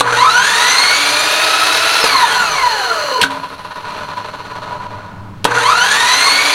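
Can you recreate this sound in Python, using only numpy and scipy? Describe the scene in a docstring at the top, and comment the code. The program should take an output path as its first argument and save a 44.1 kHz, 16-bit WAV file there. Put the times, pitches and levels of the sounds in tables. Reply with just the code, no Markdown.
"""Miter saw, switched on twice

Switch click, jolt and clang; mains hum; gear whine and rattle run up to speed in a rush of fan and blade air.
The trigger is let go: the motor brakes with a knock, the slowing blade rasps and knocks on a board, then coasts
with chattering gears. Just before standstill it is switched on again. One shaft speed drives tones locked to the
shaft, random tooth impacts through housing resonances, and filtered noise. Small workshop, peaks overloaded."""
import sys
import numpy as np
from scipy import signal
from scipy.fft import rfft, irfft
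from scipy.io import wavfile
from scipy.ndimage import uniform_filter1d

SR = 44100
rng = np.random.default_rng(int(sys.argv[2]) if len(sys.argv) > 2 else 0)


def store_pcm(level_fs):
    """Save levels as 16-bit WAV."""
    pcm = np.round(np.clip(level_fs, -1, 1) * 32767).astype(np.int16)
    wavfile.write(sys.argv[1], SR, np.atleast_2d(pcm).T)


N = 288414
TIME = np.arange(N) / SR
STARTS_S, BRAKE_S, COAST_S = [0.0, 5.444], 2.012, 3.245
GEAR_RATIO = 5  # shaft turns per blade turn


def from_db(db):
    """Decibels to gain."""
    return 10 ** (np.asarray(db) / 20)


def rms_one(x):
    """Scale to rms 1."""
    return x / np.sqrt(np.mean(x ** 2) + 1e-20)


def in_time(rows):
    """Each column of a curve, interpolated at every sample."""
    time_s, *columns = np.transpose(rows)
    return [np.interp(TIME, time_s, column) for column in columns]


def drift(corner_hz):
    """Smooth random wavering of spread 1: noise through a double pole, at SR / 20."""
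    pole = np.exp(-40 * np.pi * corner_hz / SR)
    noise = rng.standard_normal(N // 20 + 2002)
    slow = signal.lfilter([1], [1, -2 * pole, pole * pole], noise)[2000:]
    return np.interp(np.arange(N) / 20, np.arange(len(slow)), rms_one(slow))


def colour(x, spectrum, resonances=(), size=8192):
    """Causal filter: a smooth spectrum with resonance peaks on top."""
    hz = np.fft.rfftfreq(size, 1 / SR) + 1
    points_hz, levels_db = np.transpose(spectrum)
    db = np.interp(np.log(hz), np.log(points_hz), levels_db)
    for centre_hz, width_hz, boost_db in resonances:
        db = db + boost_db / (1 + (2 * (hz - centre_hz) / width_hz) ** 2)
    cepstrum = irfft(np.log(from_db(db)))[:size // 2]
    cepstrum[1:] *= 2  # minimum phase: nothing rings before its cause
    response = irfft(np.exp(rfft(cepstrum, size)))
    return signal.fftconvolve(x, response)[:N]


def dull_and_bright(x, split_hz=1900):
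    """The parts below and above a split, each of rms 1."""
    filters = [signal.butter(4, split_hz, kind, fs=SR, output="sos") for kind in ("low", "high")]
    return [rms_one(signal.sosfilt(sos, x)) for sos in filters]


def impacts(per_s, spread_db):
    """Tiny random collisions of uneven strength; rms 1."""
    strength = from_db(spread_db * np.minimum(rng.exponential(1, N), 4))
    signed = strength * rng.choice([-1, 1], N)
    return rms_one(signed * (rng.random(N) < per_s / SR))


def strikes(starts_s, levels_db, t60s_s):
    """An envelope that jumps at each start and dies away."""
    envelope = 0
    for start_s, level_db, t60_s in zip(starts_s, levels_db, t60s_s):
        age_s = np.clip(TIME - start_s, 0, 4 * t60_s)
        envelope = envelope + from_db(level_db - 60 * age_s / t60_s) * (TIME >= start_s)
    return envelope


def tone(turns, order, rough_rad, flutter_db, flutter_hz=25):
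    """A sine locked to the shaft, with uneven timing and strength; rms 1."""
    phase = 2 * np.pi * order * turns + rough_rad * drift(31.6)
    return rms_one(np.sin(phase) * from_db(flutter_db * drift(flutter_hz)))


# quick and slow approach to full speed: gain_turns_per_s, time_constant_s
RUN_UP = [(135.9, .2308), (220, .8534)]
# braking tends to an end speed; then friction alone slows the shaft
BRAKE_END_TURNS_PER_S, BRAKE_TIME_S, FRICTION_TURNS_PER_S2 = 22.8, .5653, 25.5


def shaft_speed():
    """Turns per second: the run-up levels off, braking dies away, coasting runs down evenly."""
    first_run = TIME < STARTS_S[1]
    since_on_s = np.where(first_run, np.minimum(TIME, BRAKE_S) - STARTS_S[0], TIME - STARTS_S[1])
    driven = sum(gain * (1 - np.exp(-since_on_s / lag_s)) for gain, lag_s in RUN_UP)
    braking_s = np.clip(TIME, BRAKE_S, COAST_S) - BRAKE_S
    excess = driven - BRAKE_END_TURNS_PER_S
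    braked = BRAKE_END_TURNS_PER_S + excess * np.exp(-braking_s / BRAKE_TIME_S)
    slowed = braked - FRICTION_TURNS_PER_S2 * np.maximum(TIME - COAST_S, 0)
    return np.maximum(np.where(first_run, slowed, driven), 1)


def motor_state(speed, top_from=265, top_span=45, size=600):
    """Shares 0-1 of speeding up, running at top speed and braking; all zero while coasting."""
    powered = uniform_filter1d(1.0 * ((TIME < BRAKE_S) | (TIME > STARTS_S[1])), size=size)
    braking = uniform_filter1d(1.0 * ((TIME >= BRAKE_S) & (TIME < COAST_S)), size=size)
    at_top = np.clip((speed - top_from) / top_span, 0, 1)
    return np.array([powered * (1 - at_top), powered * at_top, braking])


def above(speed, knee):
    """Rises from 0 to 1 as the speed passes the knee (turns per s)."""
    return 1 / (1 + (knee / speed) ** 4)


def near_speed(speed, state, centre, width, db):
    """A gain that sets in while the motor pulls the gears through a narrow range of speed."""
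    return from_db(db * state[0] * np.exp(-np.abs((speed - centre) / width) ** 3))


# blows at every start: delay_s, thud_db, crack_db, ring_db, t60_s
START_KNOCKS = [(0, -20, -8, -22, 0.023), (.0073, 4, -6.5, -8, 0.03), (.075, -20.5, -68, -5, 0.024),
                (.132, -36, -35, -5, .032)]
# brake bites, then blade knocks on the board: start_s, thud_db, crack_db, ring_db, t60_s
KNOCKS = [(2.04, -7, -12, -13, 0.082), (3.237, -30, -27, 1.5, 0.019), (3.245, -13, -18, -19, 0.025)]
# blade modes: pitch_hz, level_db (relative to ring_db), t60_s
BLADE_MODES = [(272.5, -29, 0.83), (1050, -37, 0.12), (1541, 0.5, .04), (1500, -34, 0.56), (3790, -31, .05),
               (5800, -49, .15), (9609, -45, 0.11)]
# thud and crack spectra: freq_hz, density_db_per_hz (relative)
THUD = [(40, -39), (200, -29), (330, -25), (470, 8.5), (700, -2), (1020, 12.5), (1500, -8), (2500, -11),
        (6000, -28), (16000, -48)]
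CRACK = [(200, -2.5), (1200, -8.5), (2800, 2.5), (3900, 4.5), (5200, -8), (9000, -6.5), (12000, -13),
         (16000, -35)]
# gear housing and guard resonances: centre_hz, width_hz, boost_db
HOUSING = [(452, 107, 7.5), (600, 38, 0.5), (992, 60, 5.5), (1178, 100, 3), (1454, 49, 4), (1760, 79, 2.5),
           (2433, 84, 4), (2717, 44, 5), (3010, 110, -1), (4240, 770, 5), (5510, 130, 4), (6026, 450, 7.5),
           (6760, 330, 3.5), (7220, 160, 6), (8630, 580, 7), (9550, 340, 5.5), (10000, 200, 2),
           (11300, 180, 5)]


def knocks():
    """Each knock is a thud of the frame, a metallic crack and a ring of the blade."""
    rows = [(on_s + delay_s, *blow) for on_s in STARTS_S for delay_s, *blow in START_KNOCKS]
    start_s, thud_db, crack_db, ring_db, t60_s = np.transpose(rows + list(KNOCKS))
    thud_noise = rms_one(colour(impacts(4400, spread_db=-2.5), THUD, HOUSING))
    thud = strikes(start_s, thud_db, t60_s) * thud_noise
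    crack_noise = rms_one(colour(rng.standard_normal(N), CRACK, HOUSING))
    crack = strikes(start_s, crack_db, t60_s) * crack_noise
    blows = np.zeros(N)
    blows[(np.abs(start_s) * SR).astype(int)] = from_db(ring_db)
    age_s = TIME[:SR]
    ring = 0
    for hz, level_db, mode_t60_s in BLADE_MODES:
        ring = ring + from_db(level_db - 60 * age_s / mode_t60_s) * np.sin(2 * np.pi * hz * age_s)
    return thud + crack + signal.fftconvolve(blows, ring)[:N]


# mains hum: pitch_hz, level_db (relative)
HUM = [(120, -22), (240, -52), (360, -62), (480, -15), (600, -28.5)]


def mains_hum(speed, current):
    """Starting current shakes the field coils, hardest once the rotor turns, and fades with gained speed."""
    shaking = current * (.5 + 0.68 * above(speed, knee=43))
    hum = 0
    for hz, level_db in HUM:
        hum = hum + from_db(level_db - 4.5) * np.sin(2 * np.pi * hz * TIME + 0.1 * drift(25))
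    return shaking * hum


BEARING_ORDER, MESH_ORDER = 4.08, 8  # cycles per shaft turn
# main tones, before the gear case: rising_db, top_db, braking_db
BEARING_DB, MESH_DB, OCTAVE_DB = (-26, -23.5, -23), (-18.5, -20.5, -22.5), (-22, -33.5, -24)
# on the way up the gears howl: centre_turns_per_s, half_width_turns_per_s, boost_db
HOWL = (149.5, 13.4, 10.8)
# weaker tones: cycles_per_shaft_turn, rising_db, top_db, braking_db (relative)
OVERTONES = [(1.001, -19.5, -18.5, -19), (1.998, -47, -8.5, -44), (5.223, -11, -29, -12),
             (11.92, -37, -12.5, -38), (14.28, -55, -12, -43), (23.92, -13, -19, -26), (32, -12, -19, -26),
             (40.8, -20, -21, -16)]
# gear case radiation: freq_hz, level_db
CASE = [(300, 3), (550, -3), (800, -1.5), (1700, 0), (2400, -3), (3600, -1.5), (4500, -2.5), (5200, 1.5)]
# gear case resonances: centre_hz, width_hz, boost_db
CASE_MODES = [(994, 134, 14.5), (1164, 440, -3.5), (1421, 180, 10.5), (2220, 120, 5), (4250, 460, 11)]
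# loaded gear spectrum: freq_hz, density_db_per_hz (relative)
LOADED = [(88, -51), (150, -26), (303, -21.5), (466, -13.5), (730, -11.5), (979, -1), (1100, -6),
          (1450, -3), (2020, -10), (4320, -10), (5460, -23), (6140, -14), (7920, -22.5), (10000, -21),
          (16000, -48)]


def whine(speed, turns, state):
    """Bearing and gear tones; the blade gear runs slightly off centre and sways the mesh once a blade turn."""
    rising, at_top, braking = state
    sway = np.sin(2 * np.pi * turns / GEAR_RATIO)
    # steadier at top speed and late in the braking
    unrest = 1 - 0.21 * at_top - 0.4 * braking * (1 - above(speed, knee=200))
    swayed = turns + .011 * sway * unrest

    bearing_gain = from_db(BEARING_DB) @ state * above(speed, knee=138)
    bearing = bearing_gain * tone(turns, BEARING_ORDER, rough_rad=0.96 * unrest, flutter_db=5.0)
    meshed = 1 - rising * (1 - above(speed, knee=109))
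    mesh_gain = from_db(MESH_DB) @ state * meshed * near_speed(speed, state, *HOWL)
    mesh = mesh_gain * tone(swayed, MESH_ORDER, rough_rad=1.77 * unrest, flutter_db=2.0)
    octave_gain = from_db(OCTAVE_DB) @ state * above(speed, knee=55)
    octave = octave_gain * tone(swayed, 2 * MESH_ORDER, rough_rad=1.03, flutter_db=3.5)
    main = bearing + mesh * (1 + 0.24 * sway) + octave * (1 + 0.23 * sway)

    engaged = np.clip((speed - 70) / 70, 0, 1)
    weak = 0
    for order, *levels_db in OVERTONES:
        overtone = tone(turns, order, rough_rad=0.84 * unrest, flutter_db=3.5, flutter_hz=37)
        weak = weak + from_db(levels_db) @ state * overtone
    # each tone flares up as it sweeps through a resonance
    tilt = [(300, 3.0), (1500, -15.5), (3000, 3.5), (4300, -6.5), (11000, -2.5)]
    radiated = colour(weak * engaged, tilt, HOUSING)
    return colour(main, CASE, CASE_MODES) + from_db(-4) * colour(radiated, LOADED, HOUSING)


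# tooth rattle: power_db, added_by_starting_current_db, braking_db, fades_below_turns_per_s
DULL_RATTLE, BRIGHT_RATTLE = (-23, 9, -20.5, 42), (-19.5, 1, -26, 96)
# on the way up the gears slap less: centre_turns_per_s, half_width_turns_per_s, boost_db
CALM = (172, 32, -3.5)


def gear_rattle(speed, turns, state, current):
    """Teeth slap in bunches, once a blade turn, and ring the housing; harder with speed and torque."""
    rising, at_top, braking = state
    bunching = from_db(0.48 * np.sin(2 * np.pi * turns / GEAR_RATIO) + 1.2 * drift(46))
    slaps = impacts(900 + 12 * speed, spread_db=-0.5) * bunching
    parts = dull_and_bright(colour(slaps, LOADED, HOUSING))
    pulling = (rising + from_db(-4.0) * at_top) * near_speed(speed, state, *CALM)
    rattle = 0
    for part, (power_db, torque_db, braking_db, knee) in zip(parts, (DULL_RATTLE, BRIGHT_RATTLE)):
        force = pulling * from_db(power_db + torque_db * current) + braking * from_db(braking_db)
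        rattle = rattle + part * force * np.sqrt(above(speed, knee))
    return rattle


# blade song: rising_db, top_db, braking_db; coasting level is relative to the bright chatter
SINGING_DB, SINGING_COAST_DB = (-34.5, -31.5, -24), -9
# singing modes: pitch_hz, width_hz, level_db (relative)
SINGING_MODES = [(2980, 150, 4.5), (4216, 120, 2), (4220, 89, 5.5), (4450, 45, -6), (5700, 67, -11),
                 (5960, 99, -3), (8700, 230, -28), (9250, 120, -26), (10070, 110, -16), (11400, 180, -20)]


def blade_song(speed, state, free):
    """Gear knocks travel down the arbor and keep the modes of the blade ringing."""
    shaking = impacts(1500, spread_db=1.5)
    song = 0
    for hz, width_hz, level_db in SINGING_MODES:
        mode = signal.lfilter(*signal.iirpeak(hz, hz / width_hz, fs=SR), shaking)
        song = song + from_db(level_db) * rms_one(mode)
    loaded = from_db(SINGING_DB) @ state * above(speed, knee=42)
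    loose = free * from_db(in_time(COAST)[1] + SINGING_COAST_DB)
    return (loaded + loose) * rms_one(song)


# air spectrum: freq_hz, density_db_per_hz (relative)
AIR = [(100, -36), (250, -19.5), (330, -14), (520, -13.5), (680, -1), (1100, -5), (1600, -1.5), (2100, -4),
       (4200, -5), (5200, -14), (7900, -29.5), (10000, -15), (16000, -31.5)]
AIR_REFERENCE_TURNS_PER_S = 348


def air_rush(speed, turns):
    """The cooling fan and the blade churn the air, steeply louder with speed."""
    sway_db = 0.56 * np.sin(4 * np.pi * turns / GEAR_RATIO)
    churn = rng.standard_normal(N) * from_db(sway_db + 2.0 * drift(94))
    level_db = -15 + 30.3 * np.log10(np.maximum(speed, 1) / AIR_REFERENCE_TURNS_PER_S)
    return from_db(level_db) * rms_one(colour(churn, AIR, HOUSING))


def bench_shake(speed, turns):
    """While the motor pulls or brakes hard, the unbalanced blade rocks the bench at its low resonance."""
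    wobble = sum(tone(turns, k / GEAR_RATIO, rough_rad=.5, flutter_db=2) for k in (1, 2))
    acceleration = np.abs(uniform_filter1d(np.gradient(speed) * SR, size=4000))
    force = np.clip(acceleration / 200, 0, 1) ** 2 * np.clip(speed / 110, 0, 1) ** 2
    bench = [(15, -16), (28, -3), (46, -9.5), (58, 0), (75, -26), (150, -37)]
    return from_db(-41.5) * colour(wobble * force, bench)


# teeth catch on the board, then graze it: start_s, level_db, t60_s
RASP = [(3.214, -4, 0.068), (3.229, -12, 0.085), (3.305, -32, .35)]


def rasp(turns, tooth_count=60):
    """The teeth of the blade scrape the board one after another."""
    teeth = 1 + 0.23 * np.sin(2 * np.pi * tooth_count * turns / GEAR_RATIO)
    scrape = colour(rng.standard_normal(N) * teeth, CRACK, [(1560, 410, 8.8), (3720, 6500, 5.5)])
    return strikes(*np.transpose(RASP)) * rms_one(scrape)


# loose gears while coasting: time_s, dull_db, bright_db, rumble_db (relative)
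COAST = [(3.29, -27.5, -33, -44), (3.44, -30, -37, -42), (3.59, -35, -42, -43), (3.93, -29.5, -33, -39),
         (4.53, -30, -36, -37.5), (4.71, -27.5, -37, -33.5), (5.03, -33.5, -44.5, -33.5),
         (5.29, -40.5, -60, -28), (5.43, -56, -55, -32)]
# gears fall through their backlash: hit_s, peak_db (relative)
CHATTER = [(3.3, -10.5), (3.431, -16), (3.502, -16.5), (3.582, -16.5), (3.647, -17), (3.706, -15),
           (3.757, -14.5), (3.844, -14), (4.082, -22), (4.169, -13.5), (4.245, -11), (4.284, -16),
           (4.332, -19), (4.391, -21), (4.446, -24), (4.5, -17), (4.552, -14.5), (4.618, -14.5),
           (4.801, -25), (4.9, -25)]
# before each hit the teeth part; after it they bounce, then settle
PART_S, PART_DB, BOUNCE_S, SETTLE_S = .028, 7, .015, .014
# loose gear and bearing spectra: freq_hz, density_db_per_hz (relative)
LOOSE = [(88, -60), (150, -9), (406, -13), (439, -14), (545, -10), (601, 0.5), (716, -12), (998, 3),
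         (1080, -6), (1450, -10), (1940, -22.5), (4240, -27.5), (4860, -37), (11500, -52.5), (16000, -59)]
RUMBLE = [(25, -8), (65, -21), (98, -1.5), (122, 0.5), (148, -20), (168, -6.5), (200, -9), (400, -24.5),
          (1000, -59)]


def coasting(free):
    """Without load the gears chatter softly in bursts, over the rumble of the bearings."""
    dull_db, bright_db, rumble_db = in_time(COAST)
    parted, bursts = 0, 0
    for hit_s, peak_db in CHATTER:
        parted = parted + 1.0 * ((TIME > hit_s - PART_S) & (TIME < hit_s))
        settling = np.exp(-np.clip(TIME - hit_s - BOUNCE_S, 0, 1) / SETTLE_S)
        bursts = bursts + from_db(peak_db) * (TIME >= hit_s) * settling
    contact = from_db(-PART_DB * uniform_filter1d(parted, size=130) + 0.5 * drift(39))
    dull, bright = dull_and_bright(colour(impacts(1500, spread_db=-1.0), LOOSE, HOUSING))
    gears = dull * np.hypot(contact * from_db(dull_db + 1.5), from_db(-15) * bursts)
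    gears += bright * np.hypot(contact * from_db(bright_db), from_db(-22) * bursts)
    rumble = from_db(rumble_db - 3) * rms_one(colour(rng.standard_normal(N), RUMBLE))
    return free * (gears + rumble)


WORKSHOP_T60_S = 0.17


def workshop(x, wet_db=-11):
    """Dense reflections of a small room, duller than the direct sound."""
    age_s = TIME[:SR // 2]
    tail = rng.standard_normal(len(age_s)) * from_db(-60 * age_s / WORKSHOP_T60_S) * (age_s > .004)
    echoes = signal.fftconvolve(x, tail / np.linalg.norm(tail))[:N]
    return x + from_db(wet_db) * colour(echoes, [(200, 4.5), (2000, 3.5), (12000, -4.5)])


# room tone spectrum: freq_hz, density_db_per_hz (relative)
ROOM_TONE = [(20, -11), (45, -6), (65, -6), (120, 4), (300, -10.5), (1000, -6.5), (4000, -23.5),
             (16000, -43)]
# speed at which the starting current has about halved, and the share that keeps flowing
CURRENT_HALF_TURNS_PER_S, RUNNING_CURRENT = 131, 0.02


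def scene():
    """The shaft speed drives every turning part of the saw; knocks and room tone are added."""
    speed = shaft_speed()
    turns = np.cumsum(speed) / SR
    state = motor_state(speed)
    powered, free = state[0] + state[1], 1 - state.sum(axis=0)
    current = powered * (1 - (1 - RUNNING_CURRENT) * above(speed, CURRENT_HALF_TURNS_PER_S))
    saw = knocks() + mains_hum(speed, current)
    saw += whine(speed, turns, state) + gear_rattle(speed, turns, state, current)
    saw += blade_song(speed, state, free) + air_rush(speed, turns)
    saw += rasp(turns) + coasting(free)
    floor = from_db(-41.5) * rms_one(colour(rng.standard_normal(N), ROOM_TONE))
    return (workshop(saw) + bench_shake(speed, turns) + floor)[None]


CUTOFF_HZ = 16000


def record(dry):
    """An overloaded microphone: the loudest peaks are flattened, the top is cut."""
    limited = dry / (1 + dry ** 6) ** (1 / 6)
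    return signal.sosfilt(signal.ellip(10, .2, 80, CUTOFF_HZ, fs=SR, output="sos"), limited)


dry = scene()
out = record(dry)
store_pcm(out)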